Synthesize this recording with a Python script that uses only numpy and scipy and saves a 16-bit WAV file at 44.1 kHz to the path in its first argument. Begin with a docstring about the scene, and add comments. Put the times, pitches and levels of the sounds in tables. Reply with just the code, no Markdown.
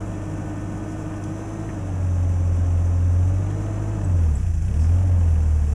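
"""A fast, steady engine boom comes first, with fan hum, pump whine, knock and oil hiss: a forklift in a yard.
Small mast clicks follow as the hydraulics work; the engine sags, revs again, nearly stalls and recovers.
Boom, hum, whine and gears are sines locked to one crankshaft; knock is noise in a burst at each firing.
Rumble, fan air, valve chatter and oil are coloured noise; clicks are ringing bands of noise.
Machinery rings through steel resonances; knock, oil and clicks also reflect in the yard."""
import sys
import numpy as np
from scipy import signal
from scipy.fft import rfft, irfft
from scipy.io import wavfile

SR = 44100
rng = np.random.default_rng(int(sys.argv[2]) if len(sys.argv) > 2 else 0)


def materialize(psi):
    """Save the field psi as 16-bit PCM at rate SR to the path in sys.argv[1].

    A 1-D psi becomes a single channel; in a 2-D psi each row is a channel.
    """
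    bounded = np.clip(np.atleast_2d(psi).T, -1, 1)
    quanta = np.round(bounded * 32767).astype(np.int16)
    wavfile.write(sys.argv[1], SR, quanta)


N = 253134
TIME = np.arange(N) / SR
BINS = np.fft.rfftfreq(N, 1 / SR)

# engine speed: (t/s, firing rate f/Hz)
SPEED = [(0.0, 99.8), (1.2, 99.6), (1.45, 102.9), (1.69, 103.7), (1.84, 94.6), (2.13, 88.8), (2.78, 86.5),
         (3.18, 88.3), (3.56, 101.0), (3.95, 104.9), (4.08, 92.8), (4.25, 81.2), (4.43, 59.9), (4.6, 51.1),
         (4.77, 76.2), (5.03, 92.4), (5.35, 79.3), (5.74, 73.3)]
# load on the engine: (t/s, share of full load 0-1)
LOAD = [(0, 0.23), (1.1, 0), (1.85, 0.25), (2.15, .65), (2.8, 0.74), (3.25, .92), (3.6, 0.75), (3.9, 0.9),
        (5.3, 1), (5.74, .88)]

# A level law is (level/dB at governed speed without load, dB per doubling of speed, dB added by full load).
# A colour is (f/Hz, relative density level/dB); an order is a multiple of the named rate.

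# exhaust boom: (multiple of the crank rate, level/dB without load, dB added by full load)
BOOM_ORDERS = [(1, -29, 9), (2, -26.5, 10.5), (3, -34, 12.5)]
# exhaust pipe resonance: (f/Hz, level/dB)
PIPE = [(27, -11), (38, -9), (50, -11.5), (63, -10), (76, -1.5), (83, 0), (90, -.3), (94, -4), (100, -7),
        (112, -11), (130, -19), (155, -15)]
# wavering of the boom from uneven burning: (depth/dB, rate f/Hz)
WAVER = (0.59, 14)
# weaker engine lines between and above the boom: level law
CYCLE_LINES = (-48, -9, 0.93)
# weaker engine lines: (multiple of the four-stroke cycle rate, relative level/dB)
CYCLE_ORDERS = [(3, -3), (5, -4.5), (7, -0.5), (8, 0), (9, -17), (10, -9), (11, -8.5), (12, -4),
                (24, -10.5)]
# engine bay rumble: level law, then colour
RUMBLE = (-36.5, 3.8, .3)
RUMBLE_COLOUR = [(10, -20), (22, -3), (45, -4.5), (70, -9), (120, -5), (160, 0), (200, -1), (245, -10),
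                 (300, -17), (380, -28), (700, -50)]
# droning panel: (f/Hz, flutter rate f/Hz, level/dB before flutter)
PANEL = (156, 1.6, -43)
# fan blade tones: level law
HUM = (-45.5, 17.6, -1.5)
# fan blade tones: (multiple of the blade rate, relative level/dB without load, dB added by full load)
FAN_ORDERS = [(1, 0, -.5), (2, -6.5, 4.5), (3, -12.5, 0), (4, -15, 0.5)]
# fan shroud resonance: (centre f/Hz, half width f/Hz, dB added)
SHROUD = (327, 63, 7.8)
# fan air: level law, then colour
ROAR = (-39.5, 10.8, -0.33)
ROAR_COLOUR = [(150, -29), (290, 4.5), (400, -2.5), (520, -4), (680, -3), (900, -8.5), (1300, -13),
               (1700, -21), (2100, -24.5), (2700, -26), (3400, -35.5), (4300, -39.5), (8000, -40.5)]
# pump whine: level law
WHINE = (-50.5, 6.1, -1.7)
# pump body: (multiple of the stroke rate, relative level/dB)
PUMP_ORDERS = [(1, -2), (2, -12), (4, -13), (5, -12.5), (6, -14), (8, -27), (11, -31), (13, -42), (20, -38),
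               (21, -33), (23, -30), (31, -34)]
# pump housing resonance: (firing rate f/Hz, half width f/Hz, dB added)
HOUSING = (99.4, 2.7, 7)
# oil pressure ripple: level law
RIPPLE = (-75.5, 15, -1.2)
# oil pressure ripple: (multiple of the stroke rate, relative level/dB)
RIPPLE_ORDERS = [(4, 9.5), (6, 6), (11, -7.5), (12, -10), (13, -8), (17, -18), (19, -17), (20, -2.5),
                 (21, -7), (22, -5), (23, -6.5), (25, -5.5)]
# steel resonance that the ripple partials cross: (centre f/Hz, half width f/Hz, dB added)
STEEL_MODE = (6130, 180, 7.8)
# hydraulics at work raise the ripple: (start t/s, end t/s, dB added)
STROKES = [(1.33, 1.95, 7), (3.38, 3.8, 7)]
# gear whine: (multiple of the firing rate, relative level/dB)
GEAR_ORDERS = [(4.5, 21), (6, 13.5), (7.7, 12.5), (12.1, 12), (33, -11), (40, -7.5), (42, -3), (66.6, 5.5),
               (71, 4.5), (78.8, -4)]
# gears sing through the first heavy pull: (start t/s, end t/s, reference level/dB)
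GEAR_PULL = (2.0, 4.3, -75)
# valve train chatter: colour
CHATTER_COLOUR = [(400, -19), (700, 5), (1000, -6), (1600, 2), (2100, -7.5), (2400, -9), (3000, -27),
                  (4300, -31)]
# piston knock: level law, then colour
KNOCK = (-60.5, -1, 0.79)
KNOCK_COLOUR = [(400, -26), (1100, -13), (1700, 10), (2100, 1.5), (2650, 6), (3200, 0), (4300, -20),
                (5900, -6.5), (6600, -28), (8000, -2), (11000, -12), (12000, -40)]
# knock of each cylinder in firing order: (relative level/dB)
CYLINDERS_DB = [-6, 0, -7, -1.5]
# oil flow: level law, then colour
HISS = (-55, -1.8, .4)
HISS_COLOUR = [(2000, -0.5), (3300, -7.5), (4300, -17.5), (4900, -8), (5500, -0.5), (6050, 3), (6550, -0.5),
               (7300, 3), (8500, -5), (9400, -4.5), (10900, -11.5), (11700, -19), (13500, -17),
               (15200, -28)]
# oil squirt through a valve: (peak level/dB, attack t/s, decay t/s), then colour
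SQUIRT = (-51, 0.036, 0.06)
SQUIRT_COLOUR = [(2000, -14), (3800, -16), (5200, 7), (8500, 1.5), (10000, -7), (12000, -31)]
# oil fizz through the second pull, on past the end of the scene: (start t/s, end t/s, level/dB), then colour
FIZZ_PULL = (4.2, 7.4, -64)
FIZZ_COLOUR = [(7000, -10), (9300, -4), (10700, -2), (11800, -22), (13500, -16), (15000, -26)]
# steel panels and mast: (f/Hz, width f/Hz, level/dB of the ring against the direct sound)
FRAME = [(455, 25, -7), (560, 25, -10), (680, 40, -9), (850, 40, -9), (1060, 30, -9), (1230, 30, -8),
         (2265, 50, -9), (2610, 70, -4), (2940, 70, -8), (3297, 30, -3), (3490, 40, -8), (3740, 40, -11),
         (5280, 80, -11), (5855, 80, -5), (6160, 110, -4), (6900, 70, -12), (7500, 50, -9),
         (7950, 120, -12), (9320, 110, -11)]
# mast and linkage clicks: (t/s, level/dB, ring f/Hz, half width in octaves, t60 t/s)
CLICKS = [(1.2374, -39, 6060, .16, 0.027), (1.239, -44, 9100, .1, 0.026), (1.238, -47, 2980, 0.18, 0.046),
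          (1.69, -43, 1800, 0.17, 0.09), (1.689, -42, 2220, 0.13, 0.073), (4.042, -44.5, 7970, .015, 0.077),
          (4.354, -38, 7760, 0.065, 0.037), (4.573, -49, 5800, .12, 0.045), (4.622, -48, 6500, 0.22, 0.042)]
# near a stall: (firing rate f/Hz where it begins, dip level/dB, throb level/dB)
LUGGING = (60, -2.4, 2.1)

GOVERNED_HZ = 100  # firings a second
CYLINDERS = 4  # firings in a four-stroke cycle
BLADES_PER_FIRING, STROKES_PER_FIRING = 3.165, 3
PIPE_LAG_S, FUEL_LAG_S, EASE_S, FADE_S = 0.023, 0.1, 0.033, 0.008
INJECTION_LAG, THROB_LAG = 0.64, 0.3  # in firings
PICKUP_DB = 6.5  # knock added per 100 firings/s gained in a second
PICKUP_CONTRAST = 2.1  # share added to the weak cylinders' dB shortfall, at the same pickup
KNOCK_SCATTER_DB, BUFFET_DB, CHATTER_DB = 1.4, -23, -54.5
SQUIRT_S = 4.82  # time of the peak
EDGE_HZ = 15200


def amp(db):
    """Turns decibels into gain."""
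    return 10 ** (np.asarray(db) / 20)


def unit(x):
    """Scales to rms 1."""
    return x / np.sqrt(np.mean(x ** 2) + 1e-20)


def curve(rows):
    """Draws a time table out to every sample."""
    return np.interp(TIME, *np.transpose(rows))


def noise(gain):
    """Noise of rms 1 with a gain for each frequency."""
    return unit(irfft(rfft(rng.standard_normal(N)) * gain, N))


def coloured(points):
    """Noise with a drawn spectrum, held flat below its first point and falling away above its last."""
    hz, db = np.transpose(points)
    spectrum = amp(np.interp(np.log(BINS + 1), np.log(hz), db))
    skirt = 1 / (1 + (BINS / hz[-1]) ** 4)
    return noise(spectrum * np.minimum(2 * skirt, 1))


def drift(hz):
    """Slow random movement of rms 1, up to about the given rate."""
    count = N // 16  # a coarse grid is enough
    rates = np.fft.rfftfreq(count, N / SR / count)
    smooth = np.exp(-.5 * (rates / hz) ** 2)
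    slow = irfft(rfft(rng.standard_normal(count)) * smooth, count)
    return np.interp(TIME, np.linspace(0, TIME[-1], count), unit(slow))


def partials(turns, orders, flutter_db, smear, flutter_hz):
    """Tones locked to a shaft, each wavering in level and in phase (smear in radians)."""
    out = np.zeros(N)
    for order, db in orders:
        angle = 2 * np.pi * (order * turns + rng.random()) + smear * drift(flutter_hz)
        gain = amp(db + flutter_db * drift(flutter_hz))
        out += gain * np.sqrt(2) * np.sin(angle)
    return out


def level(law):
    """Gain of a sound that follows the engine's speed and load."""
    db, speed_db, load_db = law
    doublings = np.log2(curve(SPEED) / GOVERNED_HZ)
    return amp(db + speed_db * doublings + load_db * curve(LOAD))


def spell(start, end):
    """Eases from 0 to 1 around the start, holds, and eases back around the end."""
    return np.clip(.5 + .5 * np.minimum(TIME - start, end - TIME) / EASE_S, 0, 1)


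def flare(hz, resonance):
    """Gain of a moving frequency as it crosses a resonance."""
    centre_hz, width_hz, db = resonance
    return amp(db / (1 + ((hz - centre_hz) / width_hz) ** 2))


def boom_gain(order, db, load_db):
    """A crank order grows with load; the pipe's swell and fade trail the speed slightly."""
    late_speed = np.interp(TIME - PIPE_LAG_S, *np.transpose(SPEED))
    hz = order * late_speed / 2  # two firings to a crank turn
    return amp(db + load_db * curve(LOAD) + np.interp(hz, *np.transpose(PIPE)))


def exhaust(firings):
    """The pipe booms at the lowest crank orders; the engine adds weaker lines between and above them."""
    waver_db, waver_hz = WAVER
    boom = np.zeros(N)
    for order, db, load_db in BOOM_ORDERS:
        tone = np.sqrt(2) * np.sin(np.pi * order * firings)
        boom += boom_gain(order, db, load_db) * amp(waver_db * drift(waver_hz)) * tone
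    cycles = firings / CYLINDERS
    lines = partials(cycles, CYCLE_ORDERS, flutter_db=3.5, smear=0.46, flutter_hz=10)
    return boom + level(CYCLE_LINES) * lines


def body():
    """Low rumble of the engine bay, gas buffeting that grows with the boom, and one droning panel."""
    hz, flutter_hz, db = PANEL
    panel = amp(db) * partials(TIME, [(hz, 0)], flutter_db=5, smear=1.0, flutter_hz=flutter_hz)
    gas = coloured([(12, -7), (25, -30), (50, 26), (90, 19), (200, -32)])
    buffet = boom_gain(*BOOM_ORDERS[1]) * amp(BUFFET_DB) * gas
    rumble = level(RUMBLE) * coloured(RUMBLE_COLOUR)
    return rumble + panel + buffet


def fan(firings):
    """The belt-driven fan: blade tones flare in the shroud, and the blades chop turbulent air a little."""
    blades = BLADES_PER_FIRING * firings
    blade_hz = BLADES_PER_FIRING * curve(SPEED)
    hum = np.zeros(N)
    for order, db, load_db in FAN_ORDERS:
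        tone = partials(blades, [(order, db)], flutter_db=.6, smear=.07 * order, flutter_hz=5)
        hum += amp(load_db * curve(LOAD)) * flare(order * blade_hz, SHROUD) * tone
    chop = amp(np.sin(2 * np.pi * blades) + 0.25 * drift(17))
    air = coloured(ROAR_COLOUR) * chop
    return level(HUM) * hum + level(ROAR) * air


def pump(firings):
    """Pump strokes whine; pressure brings out high partials that flare as they cross a steel resonance, and
    gears sing."""
    strokes = STROKES_PER_FIRING * firings
    stroke_hz = STROKES_PER_FIRING * curve(SPEED)
    body_tones = partials(strokes, PUMP_ORDERS, flutter_db=1.3, smear=.2, flutter_hz=5)
    whine = level(WHINE) * flare(curve(SPEED), HOUSING) * body_tones

    ripple = np.zeros(N)
    for order, db in RIPPLE_ORDERS:
        tone = partials(strokes, [(order, db)], flutter_db=1.6, smear=.4, flutter_hz=12)
        ripple += flare(order * stroke_hz, STEEL_MODE) * tone
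    pressure = amp(sum(db * spell(start, end) for start, end, db in STROKES))

    start, end, gear_db = GEAR_PULL
    gears = partials(firings, GEAR_ORDERS, flutter_db=1.0, smear=0.4, flutter_hz=34)
    return whine + level(RIPPLE) * pressure * ripple + amp(gear_db) * spell(start, end) * gears


def valves(firings, throb_db=1.5):
    """The valve train chatters twice a firing, and keeps its level when the fan slows."""
    throb = throb_db * np.sin(4 * np.pi * firings)
    return amp(CHATTER_DB + throb) * coloured(CHATTER_COLOUR)


def knock(firings, ring_s=0.009):
    """Each firing rattles the block in a short burst; extra fuel during pickup hardens the knock."""
    speed = curve(SPEED)
    burns = firings - INJECTION_LAG
    stroke = np.floor(burns).astype(int)
    age = (burns % 1) / speed  # seconds since the last burn

    # rising speed only, smoothed so that the extra fuel lingers
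    gain_in_speed = np.maximum(np.gradient(speed, TIME), 0) / GOVERNED_HZ
    keep = np.exp(-1 / (FUEL_LAG_S * SR))
    pickup = signal.lfilter([1 - keep], [1, -keep], gain_in_speed)

    # weak cylinders fall further behind under pickup
    cylinder_db = np.array(CYLINDERS_DB)[stroke % CYLINDERS] * (1 + PICKUP_CONTRAST * pickup)
    scatter_db = KNOCK_SCATTER_DB * rng.standard_normal(N)[stroke]
    bursts = unit(amp(cylinder_db + scatter_db) * np.exp(-age / ring_s))
    return level(KNOCK) * amp(PICKUP_DB * pickup) * bursts * coloured(KNOCK_COLOUR)


def sputtering(points):
    """Hiss that sputters as bubbles collapse, drawn as random swings in level."""
    swings = unit(amp(0.44 * drift(250) + 0.93 * drift(22)))
    return swings * coloured(points)


def oil():
    """Oil flows, squirts and fizzes through the valves as sputtering noise."""
    flow = level(HISS) * sputtering(HISS_COLOUR)

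    squirt_db, attack_s, decay_s = SQUIRT
    away = np.maximum((SQUIRT_S - TIME) / attack_s, (TIME - SQUIRT_S) / decay_s)
    squirt = amp(squirt_db) * np.exp(-away) * sputtering(SQUIRT_COLOUR)

    start, end, fizz_db = FIZZ_PULL
    fizz = amp(fizz_db) * spell(start, end) * sputtering(FIZZ_COLOUR)
    return flow + squirt + fizz


def frame(x):
    """Fixed steel resonances ring along; a gliding partial flares as it crosses one."""
    response = 1 + sum(amp(db) / (1 + 2j * (BINS - hz) / width_hz) for hz, width_hz, db in FRAME)
    return irfft(rfft(x) * response, N)


def yard(x, echo_db=-13, count=10):
    """A few early reflections from the paving and the truck's own sides, within 27 ms."""
    taps = np.zeros(round(0.027 * SR))
    places = rng.integers(len(taps) // 20, len(taps), count)
    taps[places] = rng.choice([-1, 1], count) / np.sqrt(count)
    return x + amp(echo_db) * signal.oaconvolve(x, taps)[:N]


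def clicks(rise_s=0.00064):
    """Steel parts take up their play, each ringing briefly in its own band."""
    out = np.zeros(N)
    for start, db, hz, octaves, t60 in CLICKS:
        age = np.maximum(TIME - start, 0)
        ring = noise(1 / (1 + (np.log2((BINS + 1) / hz) / octaves) ** 2))
        attack = 1 - np.exp(-age / rise_s)
        decay = np.exp(-np.log(1000) * age / t60)
        out += amp(db) * ring * attack * decay
    return out


def lugging(firings):
    """Near a stall the crank turns in lurches, and the machinery sinks and throbs with it."""
    below_hz, dip_db, throb_db = LUGGING
    depth = np.clip((below_hz - curve(SPEED)) / 10, 0, 1)
    throb = throb_db * np.cos(np.pi * (firings - THROB_LAG))  # once a crank turn
    return amp(depth * (dip_db + throb))


def scene():
    """Everything that turns follows the one crankshaft."""
    firings = np.cumsum(curve(SPEED)) / SR
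    turning = fan(firings) + pump(firings) + valves(firings)
    reflected = yard(knock(firings) + oil())
    machinery = frame(lugging(firings) * (turning + reflected))
    mix = exhaust(firings) + body() + machinery + yard(clicks())
    return mix[None]


def record(dry):
    """Soft ends and an upper band limit."""
    faded = dry * signal.windows.tukey(N, 2 * FADE_S * SR / N)
    lowpass = signal.firwin(511, EDGE_HZ, window=("kaiser", 9), fs=SR)
    return signal.oaconvolve(faded, lowpass[None], "same")


dry = scene()
out = record(dry)
materialize(out)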